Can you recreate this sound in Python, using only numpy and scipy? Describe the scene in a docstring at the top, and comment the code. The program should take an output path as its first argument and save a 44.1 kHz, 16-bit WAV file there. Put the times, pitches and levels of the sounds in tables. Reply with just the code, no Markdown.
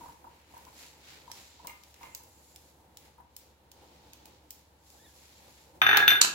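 """An empty glass bowl is set on a stone counter close to the microphones: it rattles on its foot and rings,
and something hard and light, likely the spoon, clacks down beside it. Before that, the plastic spoon
pushes green peas from the bowl into a steel grinder jar: faint rustles, dull plops and ticks.
A stereo pair hears it all in a tiled kitchen, over a low motor hum."""
import sys
import numpy as np
from scipy import signal
from scipy.fft import rfft, irfft, next_fast_len
from scipy.io import wavfile

SR = 44100
rng = np.random.default_rng(int(sys.argv[2]) if len(sys.argv) > 2 else 0)


def master_out(mix):
    """Clip the mix to full scale and print it as 16-bit PCM to the path in sys.argv[1]."""
    frames = np.transpose(np.atleast_2d(mix))
    ceiling = np.clip(frames, -1, 1)
    pcm = np.round(ceiling * 32767).astype(np.int16)
    wavfile.write(sys.argv[1], SR, pcm)


N = 279594


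def undb(db):
    """Decibels to gain."""
    return 10 ** (np.asarray(db) / 20)


def unit(x):
    """Scale to rms 1."""
    return x / np.sqrt(np.mean(x ** 2))


def seconds(length):
    """Time axis of the given length."""
    return np.arange(int(length * SR)) / SR


def curve(rows):
    """Join (seconds, value) points into a value at every sample."""
    return np.interp(np.arange(N) / SR, *np.transpose(rows))


def lookup(points, hz):
    """Read (Hz, value) points on a log-frequency axis."""
    f, value = np.transpose(points)
    return np.interp(np.log(np.maximum(hz, 1)), np.log(f), value)


def walk(rate):
    """Random drift with a spread near 1, turning `rate` times a second."""
    steps = rng.standard_normal(1024)
    return np.interp(np.arange(N) / SR * rate, np.arange(len(steps)), steps)


def add(out, s, sound):
    """Mix a sound in at s seconds."""
    i = max(int(s * SR), 0)
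    out[:, i:i + sound.shape[1]] += sound[:, :N - i]


def tilt_db(hz, tilt):
    """Hard contact lifts the treble, soft contact dulls it, by `tilt` dB per octave; the lows stay."""
    return tilt * np.log2(np.maximum(hz / 1650, 1))


def colour(x, points, tilt=0, size=4096):
    """Causal filter with the given (Hz, dB) spectrum, from the cepstrum of its log gain."""
    hz = np.linspace(0, SR / 2, size // 2 + 1)
    cepstrum = irfft(np.log(undb(lookup(points, hz) + tilt_db(hz, tilt))))
    cepstrum[1:size // 2] *= 2
    cepstrum[size // 2 + 1:] = 0
    impulse = irfft(np.exp(rfft(cepstrum)))
    return signal.fftconvolve(x, impulse[None], axes=1)[:, :x.shape[1]]


def stereo_noise(n, alike_hz=750):
    """White noise at two microphones: alike in the bass, unrelated in the treble."""
    size = next_fast_len(n)
    mid, side = rfft(rng.standard_normal((2, size)))
    alike = .88 / (1 + (np.linspace(0, SR / 2, len(mid)) / alike_hz) ** 4)
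    mid, side = mid * np.sqrt(1 + alike), side * np.sqrt(1 - alike)
    return unit(irfft(np.array([mid + side, mid - side]), size)[:, :n])


def blows(rows, points, t60, rise_s):
    """Short contacts (seconds, dB, tilt) as noise bursts; softer things take longer to press home."""
    out, t = np.zeros((2, N)), seconds(.1)
    push = np.exp(-np.log(1000) * t / t60) * (1 - np.exp(-(t / rise_s) ** 2))
    for s, db, tilt in rows:
        blow = colour(stereo_noise(len(t)) * push, points, tilt)
        blow /= np.sqrt(np.sum(blow ** 2) / (2 * .004 * SR))  # the energy of 4 ms at rms 1
        add(out, s, undb(db) * blow)
    return out


def ring(strikes, hz, t60):
    """One mode under strikes (seconds, dB): each adds its energy and knocks the phase aside."""
    first_s = min(s for s, _ in strikes)
    t = seconds(max(s for s, _ in strikes) - first_s + .5)
    kicks, out = np.zeros(len(t)), np.zeros((2, N))
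    for s, db in strikes:
        kicks[int((s - first_s) * SR)] += undb(db) ** 2
    energy = signal.lfilter([1], [1, -np.exp(-2 * np.log(1000) / (t60 * SR))], kicks + 1e-24)
    sides = rng.choice([-1, 1], size=64)[np.cumsum(kicks > 0)]
    jumps = sides * np.arcsin(np.sqrt(np.minimum(kicks / energy, 1)))
    envelope = np.sqrt(2 * energy) * np.exp(1j * np.cumsum(jumps))
    envelope = signal.lfilter(np.hanning(32) / np.hanning(32).sum(), 1, envelope)
    mic_lag = np.array([[0], [rng.uniform(.9, 1.9)]])  # radians; the right microphone hears it later
    add(out, first_s, np.imag(envelope * np.exp(2j * np.pi * hz * t - 1j * mic_lag)))
    return out


def strokes(rows, swell_db_per_s=139, fade_db_per_s=83):
    """Gain of overlapping strokes (start, length, dB): each swells, holds and fades."""
    t = np.arange(N) / SR
    power = 0
    for s, length, db in rows:
        before, after = np.maximum(s - t, 0), np.maximum(t - s - length, 0)
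        power += undb(db - swell_db_per_s * before - fade_db_per_s * after) ** 2
    return np.sqrt(power)


# The kitchen's reverberation. Each row: frequency in Hz, seconds to fall 60 dB.
ROOM_T60 = [(150, 0.98), (1200, 0.56), (5000, 0.29), (14000, 0.25)]

def room(x, wet_db, build_s=0.00067):
    """Add the tiled kitchen's diffuse tail, whose treble dies first."""
    t = seconds(.7)
    noise = rfft(stereo_noise(len(t)))
    octave = np.log2(np.clip(np.linspace(0, SR / 2, noise.shape[1]), 125, 16000) / 125)
    tail = 0
    for k in range(8):
        band = irfft(noise * np.maximum(1 - abs(octave - k), 0), len(t))
        tail += band * np.exp(-np.log(1000) * t / lookup(ROOM_T60, 125 * 2 ** k))
    tail = unit(tail * (1 - np.exp(-t / build_s))) / np.sqrt(len(t))
    return x + undb(wet_db) * signal.fftconvolve(x, tail, axes=1)[:, :N]


# Room tone all around the microphones. Each row: frequency in Hz, relative level in dB.
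AIR_COLOUR = [(20, 2), (50, -9), (62, 17), (72, -7.5), (86, 7), (110, 3.5), (200, -10), (500, -10),
              (900, -8), (1300, -11), (4000, -16), (9000, -39), (16000, -30)]
# A motor's hum, the same in both microphones. Each row: frequency in Hz, level in dB.
HUM = [(71.5, -67.5), (141, -86)]

def kitchen(air_db=-67, waver_hz=0.99, waver_db=-0.5):
    """Quiet room air and a motor's low, slightly unsteady hum."""
    air = unit(colour(stereo_noise(N), AIR_COLOUR)) * undb(air_db + 0.23 * walk(4.1))
    hum = 0
    for hz, db in HUM:
        gain = undb(db + waver_db * walk(15))
        hum += gain * np.sin(2 * np.pi * np.cumsum(hz + waver_hz * walk(35)) / SR)
    return air + np.sqrt(2) * hum


def squeak(start_s=4.97, length_s=0.17, hz=1570, bend_hz=250, waver_hz=110, db=-71.5, octave_db=2.5):
    """A faint, broken tone and its octave, perhaps a finger on the glass; pitch and level arch together."""
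    arch = np.sin(np.pi * np.clip((np.arange(N) / SR - start_s) / length_s, 0, 1))
    phase = 2 * np.pi * np.cumsum(hz + bend_hz * arch + waver_hz * walk(140)) / SR
    tone = np.sin(phase) + undb(octave_db) * arch * np.sin(2 * phase)
    return undb(db + 4 * walk(60)) * np.sqrt(2 * arch) * tone


# Something rubs faintly near the jar. Each row: start and length in seconds, level in dB.
RUBS = [(1.43, 0.093, -67.5), (2.1, 0.46, -70), (4.92, .25, -72.5)]
# The jar's resonances that the rubbing sets singing. Each row: centre and half-width in Hz, relative level in
# dB.
RUB_MODES = [(4030, 160, -34), (7200, 520, -9)]

def rubbing(patchy_db=2):
    """A faint rubbing makes the steel jar sing in two narrow bands."""
    hz = np.linspace(0, SR / 2, N // 2 + 1)
    resonance = sum(undb(db) / (1 + ((hz - f) / width) ** 2) for f, width, db in RUB_MODES)
    song = unit(irfft(rfft(stereo_noise(N)) * resonance, N))
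    return song * strokes(RUBS) * undb(patchy_db * walk(30))


# Soft, low handling noise at the counter. Each row: time in seconds, relative level in dB.
SHUFFLE = [(0.0, -58.5), (0.42, -66.5), (0.61, -63), (1.46, -64.5), (1.56, -66), (1.67, -59.5),
           (1.92, -67.5), (2.07, -59), (2.12, -64), (3.05, -65), (3.27, -70), (4.03, -61), (4.8, -67),
           (4.92, -64), (5.26, -66), (5.49, -63), (5.66, -66), (5.76, -61)]
# Strokes of the hands and of the spoon through the peas. Each row: start and length in seconds,
# hiss level in dB, then low scrape and top-octave sizzle in dB relative to the hiss.
STROKES = [(0.016, 0.1, -64, 0.5, -2), (0.32, 0.072, -70, 4.5, -6.5), (0.488, .02, -69.5, 2, -18),
           (0.566, 0.052, -65, 4, -0.5), (0.801, 0.03, -53, -2, -5), (1.085, 0.053, -55.5, 0.5, -12.5),
           (1.372, 0.019, -54, -2, -6), (1.495, .12, -62.5, -7, -21), (1.69, .035, -68, 8, -17),
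           (1.78, 0.15, -66.5, -8, -3), (2.033, 0.021, -63, 6.5, -1.5), (2.216, 0.47, -66.5, -6.5, -0.5),
           (3.034, 0.014, -65, -0.5, -4.5), (3.412, 0.017, -64.5, -5.5, -4.5),
           (3.8, 0.54, -66.5, -2.5, -31), (4.553, 0.036, -66, -5.5, -3.5), (4.88, 0.31, -64.5, -8, -1.5),
           (5.225, 0.39, -62, -3, -5)]
# The rustle's four bands, low to high. Each row: frequency in Hz, relative level in dB.
SHUFFLE_COLOUR = [(60, -15.5), (150, 3), (230, -0.5), (320, 4.5), (410, -3), (500, 4), (650, -4), (900, 4),
                  (1150, -11), (2500, -20.5)]
SCRAPE_COLOUR = [(600, -3), (1300, -1), (1700, 0.5), (2200, 3.5), (2800, 1), (3600, -6), (6000, -13.5)]
HISS_COLOUR = [(1500, -41), (3000, -7), (4100, 0.5), (5000, -0.5), (6300, -0.5), (7200, 2), (7900, -2),
               (11000, -62)]
SIZZLE_COLOUR = [(5000, -67), (8200, 10), (11000, 18.5), (13000, 15.5), (16000, 9.5)]

def rustle(grain_db=1.5, patchy_db=1, shuffle_db=1, soft_top_db=-12, soft_tilt=-8.5):
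    """Many tiny slips of peas, spoon and hands merge into a grainy hiss above a low shuffle."""
    scrape = strokes([(s, length, db + low_db) for s, length, db, low_db, _ in STROKES])
    hiss = strokes([row[:3] for row in STROKES])
    sizzle = strokes([(s, length, db + top_db) for s, length, db, _, top_db in STROKES])
    # a stroke with a weak top octave is a soft one, and its hiss is duller too
    soft = np.clip(20 * np.log10(sizzle / hiss) / soft_top_db, 0, 1)
    slips = undb(grain_db * rng.standard_normal(N // 64 + 1).repeat(64)[:N])
    out = unit(colour(stereo_noise(N), SHUFFLE_COLOUR))
    out *= undb(shuffle_db + curve(SHUFFLE) + 2 * walk(25))
    layers = [(SCRAPE_COLOUR, 0, scrape), (HISS_COLOUR, 0, hiss * np.sqrt(1 - soft)),
              (HISS_COLOUR, soft_tilt, hiss * np.sqrt(soft)), (SIZZLE_COLOUR, 0, sizzle)]
    for points, tilt, gain in layers:
        out += unit(colour(stereo_noise(N) * slips, points, tilt)) * gain * undb(patchy_db * walk(45))
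    return out


# Clumps of peas drop into the jar. Each row: start and length in seconds, first pea's mean level in dB.
CLUMPS = [(0.007, .096, -40), (0.241, .048, -43.5), (0.536, .072, -44), (0.667, .024, -45.5),
          (0.806, .024, -50), (1.274, .048, -43), (1.59, .024, -46), (1.645, .072, -42),
          (2.011, .072, -44.5), (2.2, .024, -54), (3.178, .048, -47)]
# A plop in the jar's hollow. Each row: frequency in Hz, relative level in dB.
PLOP_COLOUR = [(150, -17), (500, -31.5), (780, -13.5), (880, -10), (950, 3.5), (1020, -6), (1130, -19.5),
               (1600, -26), (4000, -65), (10000, -39)]

def peas(gap_s=.024, step_db=-1, scatter_s=0.00208, scatter_db=2.2):
    """Soft peas thud into the jar one after another, a little unevenly, each clump tailing off."""
    landings = []
    for s, length, db in CLUMPS:
        chance = rng.standard_normal(size=(16, 2))
        count = max(round(length / gap_s), 1)
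        for k, (late, loud) in enumerate(chance[:count]):
            landings.append((s + k * gap_s + scatter_s * late, db + k * step_db + scatter_db * loud, 0))
    return room(blows(landings, PLOP_COLOUR, t60=.07, rise_s=.0015), wet_db=-7)


# Peas hit the jar's bare wall. Each row: start in seconds, relative level in dB.
WALL_HITS = [(1.675, -43.5), (1.695, -42.5), (2.03, -46), (2.055, -50)]
# The steel wall's modes. Each row: frequency in Hz, relative level in dB, seconds to fall 60 dB.
WALL_MODES = [(1210, -6, .1), (2100, -1, .12), (2160, -6, .1), (2380, -6, .08), (2760, -2, .06),
              (4050, -11, .08)]

def jar_wall(gain_db=-7):
    """A few clumps strike bare steel and make it ring briefly."""
    steel = sum(undb(db + gain_db) * ring(WALL_HITS, hz, t60) for hz, db, t60 in WALL_MODES)
    return room(steel, wet_db=-3.5)


# The spoon ticks on the glass and clinks on the jar's rim. 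CLACKS first holds the duller body of the chink at
# 5.97 s, then loud clacks on the counter, likely the spoon. # Each row: start in seconds, level in dB, treble
# tilt in dB per octave.
TICKS = [(0.578, -46, 10), (0.650, -51.5, -0.5), (1.6702, -32.5, 4), (1.8352, -50.5, -3), (1.9415, -53, -3),
         (2.0308, -50, -3), (2.1480, -33, 2.5), (2.2343, -46, 9), (2.5596, -44.5, 1), (2.9706, -42, 0.5),
         (3.3643, -37, 4.5), (3.7155, -46.5, 1), (4.1325, -44.5, 0), (4.2557, -47, 0), (4.5057, -36, 4),
         (4.9013, -52, 1)]
CLINKS = [(1.3152, -38, -4.5)]
CLACKS = [(5.9715, -20, -10), (6.2122, -19.5, 2.5), (6.2142, -8.5, 1.3), (6.2262, -24, -7.5),
          (6.2452, -26, -17.5), (6.2475, -21.5, -2)]
# Their spectra at the microphones. Each row: frequency in Hz, relative level in dB.
TICK_COLOUR = [(300, -52), (1700, -12), (2400, -4), (6000, -0.5), (10000, -8), (16000, -3)]
CLINK_COLOUR = [(1000, -27.5), (4500, -17.5), (5400, -0.5), (6300, -14), (7500, -13.5), (16000, -15)]
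CLACK_COLOUR = [(80, -36), (290, -18.5), (550, -20), (1350, -6), (2100, -14.5), (2700, 1.5), (3300, -8.5),
                (4100, 7), (5000, -7.5), (7000, 2), (8100, -2.5), (9300, -13), (12000, -12), (16000, -30)]

def spoon():
    """Hard, quickly damped contacts: light ticks, one small clink, then loud clacks close by."""
    ticks = blows(TICKS, TICK_COLOUR, t60=.015, rise_s=.0008)
    clink = blows(CLINKS, CLINK_COLOUR, t60=0.02, rise_s=0.00065)
    clacks = blows(CLACKS, CLACK_COLOUR, t60=.018, rise_s=.0009)
    return room(ticks + clink, wet_db=-4) + room(clacks, wet_db=-3)


# A chink as the bowl settles. Each row: start in seconds, level in dB, treble tilt in dB per octave.
CHINKS = [(5.9705, -15.5, -2), (5.9728, -17, 0.7)]
# Its spectrum. Each row: frequency in Hz, relative level in dB.
CHINK_COLOUR = [(500, -23), (2500, 2.5), (5500, -1.5), (9000, -16.5), (12000, -1), (14500, 0), (16000, -2)]

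def chink():
    """A thin, very bright double touch, perhaps of bangles; the first row of CLACKS gives it a duller body."""
    return room(blows(CHINKS, CHINK_COLOUR, t60=0.014, rise_s=0.00056), wet_db=-8)


def rocking(lands_s=5.8164, first_gap_s=.0486, power=.608, count=10):
    """The bowl rocks on its foot, ever faster, weaker and duller; rows are laid out as in BUMPS."""
    rows = []
    for k in range(count):
        s = lands_s + first_gap_s * k ** power
        knock_db, ring_db = -12 - 1.33 * k, -22.5 - 0.67 * k
        tilt, place = -2 - 0.45 * k, 0.66 - 0.042 * k
        rows.append((s, knock_db, tilt, ring_db, place))
    return rows


# The bowl is pushed upright, close to the microphones. Each row: start in seconds, knock level in dB,
# treble tilt in dB per octave, relative ring level in dB, place struck from 0 (foot) to 1 (wall).
BUMPS = [(6.001, -28, -4, -25.5, 0.25), (6.026, -38, -11.5, -17.5, 0.15), (6.0783, -11, 9.5, -21, 0.91),
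         (6.1044, -19.5, 10, -23, 0.52), (6.118, -23, -12, -20, 0.058), (6.133, -30, -19, -39, 0.48),
         (6.155, -46, -5, -23.5, 0.57)]
# The glass bowl's modes. Each entry: frequency in Hz.
BOWL_HZ = [731, 810, 1208, 1368, 1493, 1513, 1657.5, 1909, 2099, 2389, 2575, 3536, 3575.5, 6022, 12885,
           13640, 14730, 15080]
# The same modes in order. Each row: relative level in dB struck on the foot, then on the wall,
# seconds to fall 60 dB, left microphone minus right in dB.
BOWL_MODES = [(-11.5, -32, 0.032, 1), (-39, -35.5, 0.056, -9), (-18, -30, 0.092, -3), (-31, -17, 0.29, -10),
              (-25, -10.5, .18, 5), (-28, -22, 0.072, 0), (1.5, -9, 0.36, -2.5), (-24, -20, 0.26, -1),
              (-12.5, -18, 0.15, 0), (-12, -20, 0.14, 3), (-18, -16, 0.08, 9), (-22, -0.5, 0.27, 7),
              (-7, 3.5, 0.31, 2), (-14.5, -10.5, 0.11, 1.5), (-21, -10, 0.31, -4.5),
              (-39, -6.5, 0.14, 18.5), (-23, -16, 0.083, -4), (-31, -34, 0.092, 4)]
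# Glass knocking on stone. Each row: frequency in Hz, relative level in dB.
KNOCK_COLOUR = [(50, -38), (115, -29.5), (200, -18), (260, -24), (420, -13), (620, -20), (760, -8.5),
                (1100, -9), (1530, 5.5), (2200, -4), (2600, 1), (3500, -12.5), (4600, -24), (10000, -50),
                (15000, -68)]
# The counter's thud. Each row: frequency in Hz, level in dB relative to the knock, seconds to fall 60 dB.
COUNTER_MODES = [(114, -37.5, 0.48), (303.6, -39, 0.52)]
# Fingers still the bowl's ring. Each row: time in seconds, gain in dB.
GRIP = [(6.185, 0), (6.205, -8), (6.235, -24)]

def bowl(rebound_s=0.0087, rebound_db=-9.5, sway_db=-0.4):
    """The bowl rocks and bumps on the stone; these knocks ring the glass and thud in the counter."""
    rocks = rocking()
    contacts = rocks + BUMPS
    rebounds = [(s + rebound_s, db + rebound_db, tilt) for s, db, tilt, _, _ in rocks]
    knocks = blows([row[:3] for row in contacts] + rebounds, KNOCK_COLOUR, t60=.015, rise_s=.001)
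    glass = 0
    for hz, (foot_db, wall_db, t60, pan_db) in zip(BOWL_HZ, BOWL_MODES):
        # the place struck decides which modes sound; a soft contact hardly reaches the high ones
        strikes = [(s, db + foot_db + place * (wall_db - foot_db) + tilt_db(hz, min(tilt, 0)))
                   for s, _, tilt, db, place in contacts]
        # as the bowl rocks, each mode's lobes swing past the microphones
        aim_db = np.array([[pan_db], [-pan_db]]) / 2 + sway_db * walk(45)
        glass += undb(aim_db) * ring(strikes, hz, t60)
    counter_hits = [row[:2] for row in contacts]
    thud = sum(undb(db) * ring(counter_hits, hz, t60)[0] for hz, db, t60 in COUNTER_MODES)
    return room(knocks, wet_db=-3) + room(glass * undb(curve(GRIP)), wet_db=-10) + thud


def scene():
    """The work at the counter and the kitchen around it, as they reach the stereo pair."""
    return peas() + jar_wall() + rustle() + rubbing() + squeak() + spoon() + bowl() + chink() + kitchen()


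def record(dry, low_cut_hz=48, top_hz=15800):
    """The microphones drop the deepest bass; the recorder clips at full scale and cuts the top."""
    low_cut = signal.butter(2, low_cut_hz, "high", fs=SR, output="sos")
    top_cut = signal.ellip(8, .2, 70, top_hz, fs=SR, output="sos")
    return signal.sosfilt(top_cut, np.clip(signal.sosfilt(low_cut, dry), -1, 1))


dry = scene()
out = record(dry)
master_out(out)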